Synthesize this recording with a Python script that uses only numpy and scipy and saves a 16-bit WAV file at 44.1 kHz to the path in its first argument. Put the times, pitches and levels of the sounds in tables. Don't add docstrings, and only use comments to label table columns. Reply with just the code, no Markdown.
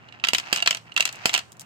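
import sys
import numpy as np
from scipy import signal
from scipy.fft import rfft, irfft
from scipy.io import wavfile
from scipy.ndimage import uniform_filter1d

SR = 44100
rng = np.random.default_rng(int(sys.argv[2]) if len(sys.argv) > 2 else 0)


def unload_wav(signal):
    wavfile.write(
        sys.argv[1],
        SR,
        np.round(np.clip(np.atleast_2d(signal).T, -1, 1) * 32767).astype(np.int16),
    )


N = 72765
HZ = np.fft.rfftfreq(4096, 1 / SR)
T = np.arange(SR // 4) / SR
RISE_S, SNAP_RISE_S = 0.00039, 0.00012
RING_SPREAD = 0.024
TOP_HZ = 16000

# (frequency [Hz], gain [dB])
WALL_TONE = [(60, -28.5), (180, -12), (600, -9.5), (1300, -2), (2200, 4.5), (3000, 6), (4500, -1.5),
             (5800, -5), (8000, -6.5), (9600, -20.5), (11300, -19), (15500, -25.5)]


def amp(db):
    return 10 ** (np.asarray(db) / 20)


def unit_level(x):
    return x / np.sqrt(np.mean(x ** 2) + 1e-20)


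def curve(points, hz=HZ):
    freqs, values = np.transpose(points)
    return np.interp(np.log(hz + 1), np.log(freqs + 1), values)


def add(mix, start_s, sound):
    part = mix[:, max(round(start_s * SR), 0):][:, :sound.shape[1]]
    part += sound[:, :part.shape[1]]


def pan(db):
    return amp(np.array([[.5], [-.5]]) * db)


def fade(t60):
    return np.exp(-np.log(1000) * T / t60)


def colour(x, db):
    log_gain = np.log(amp(np.r_[db, db[-2:0:-1]]))
    taps = np.fft.ifft(np.exp(signal.hilbert(log_gain).conj())).real[:len(HZ)]
    return signal.fftconvolve(x, taps[None], axes=1)[:, :x.shape[1]]


def stereo_noise(size, likeness=0.49):
    left, other = rng.standard_normal((2, size))
    return np.array([left, likeness * left + np.sqrt(1 - likeness ** 2) * other])


def burst(t60, rise_s):
    spectrum = rfft(stereo_noise(len(T)) * (1 - np.exp(-T / rise_s)) * fade(t60))
    power = uniform_filter1d(abs(spectrum) ** 2, size=250, axis=1)
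    flat = irfft(spectrum / np.sqrt(power + 1e-12), len(T))
    puff = flat * (T < t60 * 2) * (T < T[-1] / 2)
    return puff / np.linalg.norm(puff, axis=1, keepdims=True)


def ping(hz, t60, rise_s=0.00069):
    return np.sin(2 * np.pi * (hz * T + rng.random())) * fade(t60) * (1 - np.exp(-T / rise_s))


def room_hum(hum_hz=113.6):
    # (frequency [Hz], gain [dB])
    heard_tone = [(20, -23.5), (45, -28), (80, -4), (115, 1.5), (170, 1.5), (300, -8), (700, -8.5),
                  (1500, -11), (4000, -34), (8000, -33.5), (10000, -50), (16000, -44.5)]
    noise = unit_level(colour(stereo_noise(N), curve(heard_tone)))
    hum = np.sqrt(2) * np.sin(2 * np.pi * hum_hz * np.arange(N) / SR)
    return amp(-54) * noise + amp(-61.5) * hum


def rolling():
    # (time [s], level [dB])
    roll_levels = [(0, -54), (.2, -53), (.36, -78), (0.439, -43.5), (.52, -40), (.59, -36), (.64, -48.5),
                   (.76, -41.5), (.80, -78), (.87, -50.5), (.95, -56), (1.1, -45.5), (1.18, -44),
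                   (1.25, -42.5), (1.4, -44), (1.47, -64), (1.65, -55)]
    # (frequency [Hz], gain [dB])
    heard_tone = [(60, -23), (200, 0), (500, -9), (720, 9), (1100, 4.5), (2000, 7), (2700, 4.5), (3400, -4),
                  (5000, -5), (8000, -15.5), (9800, -35), (16000, -26)]
    bumps_per_s, skips_per_s = 2100, 200
    chatter_hz, chatter_width_hz = 2720, 240
    dull_hz, fast_roll_db = 4000, -42.5
    strength = amp(3 * np.minimum(rng.exponential(1, N), 4))
    bumps = rng.random(N) < bumps_per_s / SR
    skips = rng.random(N) < skips_per_s / SR
    ring = np.sin(2 * np.pi * chatter_hz * T) * np.exp(-np.pi * chatter_width_hz * T)
    chatter = amp(-7) * unit_level(signal.fftconvolve(skips * strength, ring)[:N])
    level_db = np.interp(np.arange(N) / SR, *np.transpose(roll_levels))
    wobble_db = 1.5 * unit_level(uniform_filter1d(rng.standard_normal(N), round(0.014 * SR)))
    bright = unit_level(colour(stereo_noise(N) * bumps * strength, curve(heard_tone))) + chatter
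    dull = signal.sosfiltfilt(signal.butter(2, dull_hz, fs=SR, output="sos"), bright)
    speed = np.minimum(amp(level_db - fast_roll_db), 1)
    return amp(level_db + wobble_db) * (dull + speed * (bright - dull))


def hop(db):
    detune = 1 + RING_SPREAD * rng.standard_normal()
    knock = clack(db, snap_db=-3, ring_db=5, ring_hz=2760 * detune, upper_hz=3900 * detune,
                  chute_db=-1, side_db=-2.5)
    cutoff_hz = min(15300 * 2 ** (db / 32.5), TOP_HZ)
    return signal.sosfilt(signal.butter(2, cutoff_hz, fs=SR, output="sos"), knock)


def cup():
    # (frequency [Hz], level [dB], time to fade by 60 dB [s])
    cup_pitches = [(992, -12.5, 0.053), (1345, -6.5, 0.053), (1689, -5.5, 0.032), (2070, -3.5, 0.036),
                   (2674, -9, 0.072), (3260, -9, 0.057), (4295, -12, 0.024), (4815, -2.5, 0.023),
                   (6350, -6, 0.014), (7780, -6.5, 0.02)]
    ring = np.zeros(len(T))
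    for hz, db, t60 in cup_pitches:
        louder, higher, phase = rng.standard_normal(3)
        wave = np.sin(2 * np.pi * (hz * (1 + 0.011 * higher) * T + phase))
        ring += amp(db + 2 * louder) * fade(t60) * wave
    return ring * (1 - np.exp(-T / RISE_S))


def clack(db, snap_db, ring_db, ring_hz, upper_hz, chute_db, side_db):
    split_hz, chute_hz = 5900, 691
    treble = ((HZ + 1) / split_hz) ** 6
    crack_tone = curve(WALL_TONE) - 10 * np.log10(1 + treble)
    snap_tone = curve(WALL_TONE) - 10 * np.log10(1 + 1 / (treble + 1e-4))
    crack = amp(33) * colour(burst(t60=0.022, rise_s=RISE_S), crack_tone)
    snap = amp(40 + snap_db) * colour(burst(t60=0.013, rise_s=SNAP_RISE_S), snap_tone)
    hollow_ring = amp(13.5 + ring_db) * ping(ring_hz, t60=0.022)
    close_pair = sum(ping(upper_hz * (1 + sign * RING_SPREAD), t60=0.02) for sign in (-1, 1))
    upper_ring = amp(5) * close_pair / np.sqrt(2)
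    chute = amp(chute_db) * ping(chute_hz * (1 + 0.026 * rng.standard_normal()), t60=0.034)
    return amp(db) * pan(side_db) * (crack + snap + cup() + hollow_ring + upper_ring + chute)


def landing(db, thump_db, side_db):
    # (frequency [Hz], gain [dB])
    heard_tone = [(40, -22), (130, -22), (600, -7), (1300, -2.5), (2200, 4), (3000, 9.5), (3600, -2),
                  (4900, 6), (6000, -4), (7900, 1.5), (9800, -16), (13000, -10), (15500, -17)]
    hit = burst(t60=0.017, rise_s=SNAP_RISE_S)
    shake = amp(-6.5) * burst(t60=0.17, rise_s=RISE_S)
    crack = amp(35) * colour(hit + shake, curve(heard_tone))
    thump_band = signal.butter(2, [115, 1120], "band", fs=SR, output="sos")
    thump = signal.sosfilt(thump_band, 1. * (T == 0))
    return pan(side_db) * (amp(db) * (crack + cup()) + amp(thump_db) * thump)


def tick(db):
    # (frequency [Hz], gain [dB])
    heard_tone = [(100, -20), (1000, -28), (3000, -4), (5500, -2), (8000, 3.5), (9800, -6), (15500, -11.5)]
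    return amp(db + 31) * colour(burst(t60=0.012, rise_s=SNAP_RISE_S), curve(heard_tone))


def room(sound):
    # (frequency [Hz], time to fade by 60 dB [s])
    fade_times = [(100, 0.03), (700, 0.18), (3000, 0.32), (8000, 0.4578), (15000, 1.45)]
    # (frequency [Hz], gain [dB])
    tail_tone = [(100, -12), (700, 7), (3000, -4.5), (8000, -8.5), (15000, -24)]
    echoes_per_s, first_echo_s, floor_echo_s = 4000, 0.003, 0.0045
    echoes = rng.standard_normal((2, SR // 2)) * (rng.random((2, SR // 2)) < echoes_per_s / SR)
    hz, t, bands = signal.stft(echoes, SR, nperseg=256)
    decay = np.exp(-np.log(1000) * t / curve(fade_times, hz)[:, None])
    _, tail = signal.istft(bands * decay, SR, nperseg=256)
    tail = amp(-12) * colour(tail / np.linalg.norm(tail, axis=1, keepdims=True), curve(tail_tone))
    add(tail, 0, amp(-11.5) * burst(t60=0.079, rise_s=RISE_S))
    floor_tone = curve(WALL_TONE) - curve(WALL_TONE).max()
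    heard = np.zeros((2, N))
    add(heard, 0, sound)
    add(heard, first_echo_s, signal.fftconvolve(sound, tail, axes=1))
    add(heard, floor_echo_s, amp(-15) * colour(sound, floor_tone))
    return heard


def scene():
    # (time [s], relative level [dB])
    hops = [(.087, -53), (.124, -51), (.198, -53), (.305, -44), (.4368, -51), (.5775, -40), (.583, -38),
            (.592, -40), (.6022, -36.5), (.7273, -35.5), (.9195, -47.5), (1.0645, -40.5), (1.3615, -31)]
    # (time [s], relative level [dB], snap gain [dB], ring gain [dB],
    # ring pitch [Hz], upper ring pitch [Hz], chute gain [dB], left minus right [dB])
    clacks = [(0.2386, -24.5, -16, 2.5, 2683, 3660, -11, -6.5),
              (0.2471, -26.5, -8, -10, 2760, 3800, -5, -1), (0.2702, -32, -6, -15, 2680, 4300, -5, -5.5),
              (0.2854, -23.5, -2, 3.5, 2830, 4000, -22, -1), (0.3472, -22.5, -4.5, 0, 3000, 3800, -12, 2),
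              (0.3827, -26.5, -3, -17, 3450, 5080, -7.5, 4), (0.3979, -33.5, -7, -15, 2920, 3900, -3, -0.5),
              (0.5603, -29, -1.5, -3, 2830, 4010, -11, 1.5), (0.5728, -39, 6.5, 4, 2930, 4320, -8, -5),
              (0.6239, -28, -4, 9, 2820, 4560, 0, -1.5), (0.6602, -24.5, -11, -14, 3000, 4180, -2.5, 0.5),
              (0.6739, -16.5, -7.5, -1.5, 2707, 4200, -12, 0.5),
              (0.7081, -23.5, -1.5, -2.5, 2995, 4910, -5.5, 0.5),
              (0.7473, -32.5, -1.5, -5, 2900, 4500, -6.5, -2.5),
              (0.7704, -39, -1.5, -11, 2850, 4360, -3, -3.5), (0.9637, -27, -8, 5.5, 2693, 3660, -6, -5),
              (0.9756, -24, -6.5, 2.5, 2740, 3950, -25, -2), (0.9977, -31, -11, -1, 2730, 4140, 6, -6),
              (1.0058, -23.5, -1, 5, 2747, 4110, -11, 0.5), (1.0246, -32.5, -1.5, 0, 2510, 3900, -12, -5),
              (1.0532, -25.5, 3, -3, 2675, 4600, -20, 0.5),
              (1.0754, -34.5, -4, -7.5, 2690, 4350, -10, -4.5),
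              (1.09, -36.5, -7, -18, 2720, 4340, -10, 4.5), (1.2932, -27, -11, -2, 2730, 3700, -5, 0),
              (1.3324, -36, -1, -10, 2980, 4350, 0, 4), (1.3396, -22.5, 0, -1.5, 2970, 4320, -16, -5.5),
              (1.3481, -23, -4.5, -0.5, 2890, 3630, -1, -0.5), (1.3771, -30.5, 1.5, -5, 3050, 4320, -4, -6),
              (1.39, -36.5, -2.5, 2.5, 2880, 4470, -6, 6.5)]
    # (time [s], crack and cup gain [dB], thump gain [dB], left minus right [dB])
    landings = [(.3335, -26.5, 8.5, -6), (.5276, -24, 13, -4), (1.2565, -23, 15.5, -2)]
    # (time [s], relative level [dB])
    ticks = [(.941, -57), (1.1265, -40), (1.1565, -48), (1.5195, -47.5), (1.528, -54), (1.569, -58.5),
             (1.5957, -41), (1.6035, -50), (1.609, -43), (1.616, -45.5)]
    mix = rolling() + room_hum()
    for events, source in ((hops, hop), (clacks, clack), (landings, landing), (ticks, tick)):
        for start_s, *settings in events:
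            add(mix, start_s, room(source(*settings)))
    return mix


def record(dry):
    # (frequency [Hz], left minus right [dB])
    mic_difference = [(60, -2), (350, 0), (700, -3.5), (1300, -2.5), (2200, 0.5), (3200, -6.5), (4500, 8),
                      (6400, 7.5), (7800, 0.5), (8800, -6), (10500, 3), (16000, 6)]
    left_delay_s = 0.0002681
    left = colour(dry[:1], curve(mic_difference) / 2)[0]
    right = colour(dry[1:], -curve(mic_difference) / 2)[0]
    samples = np.arange(N)
    late_left = np.interp(samples - round(left_delay_s * SR), samples, left)
    clipped = np.clip([late_left, right], -1, 1)
    low_pass = signal.firwin(255, TOP_HZ, window=("kaiser", 9), fs=SR)
    return signal.oaconvolve(clipped, low_pass[None], "same")


dry = scene()
out = record(dry)
unload_wav(out)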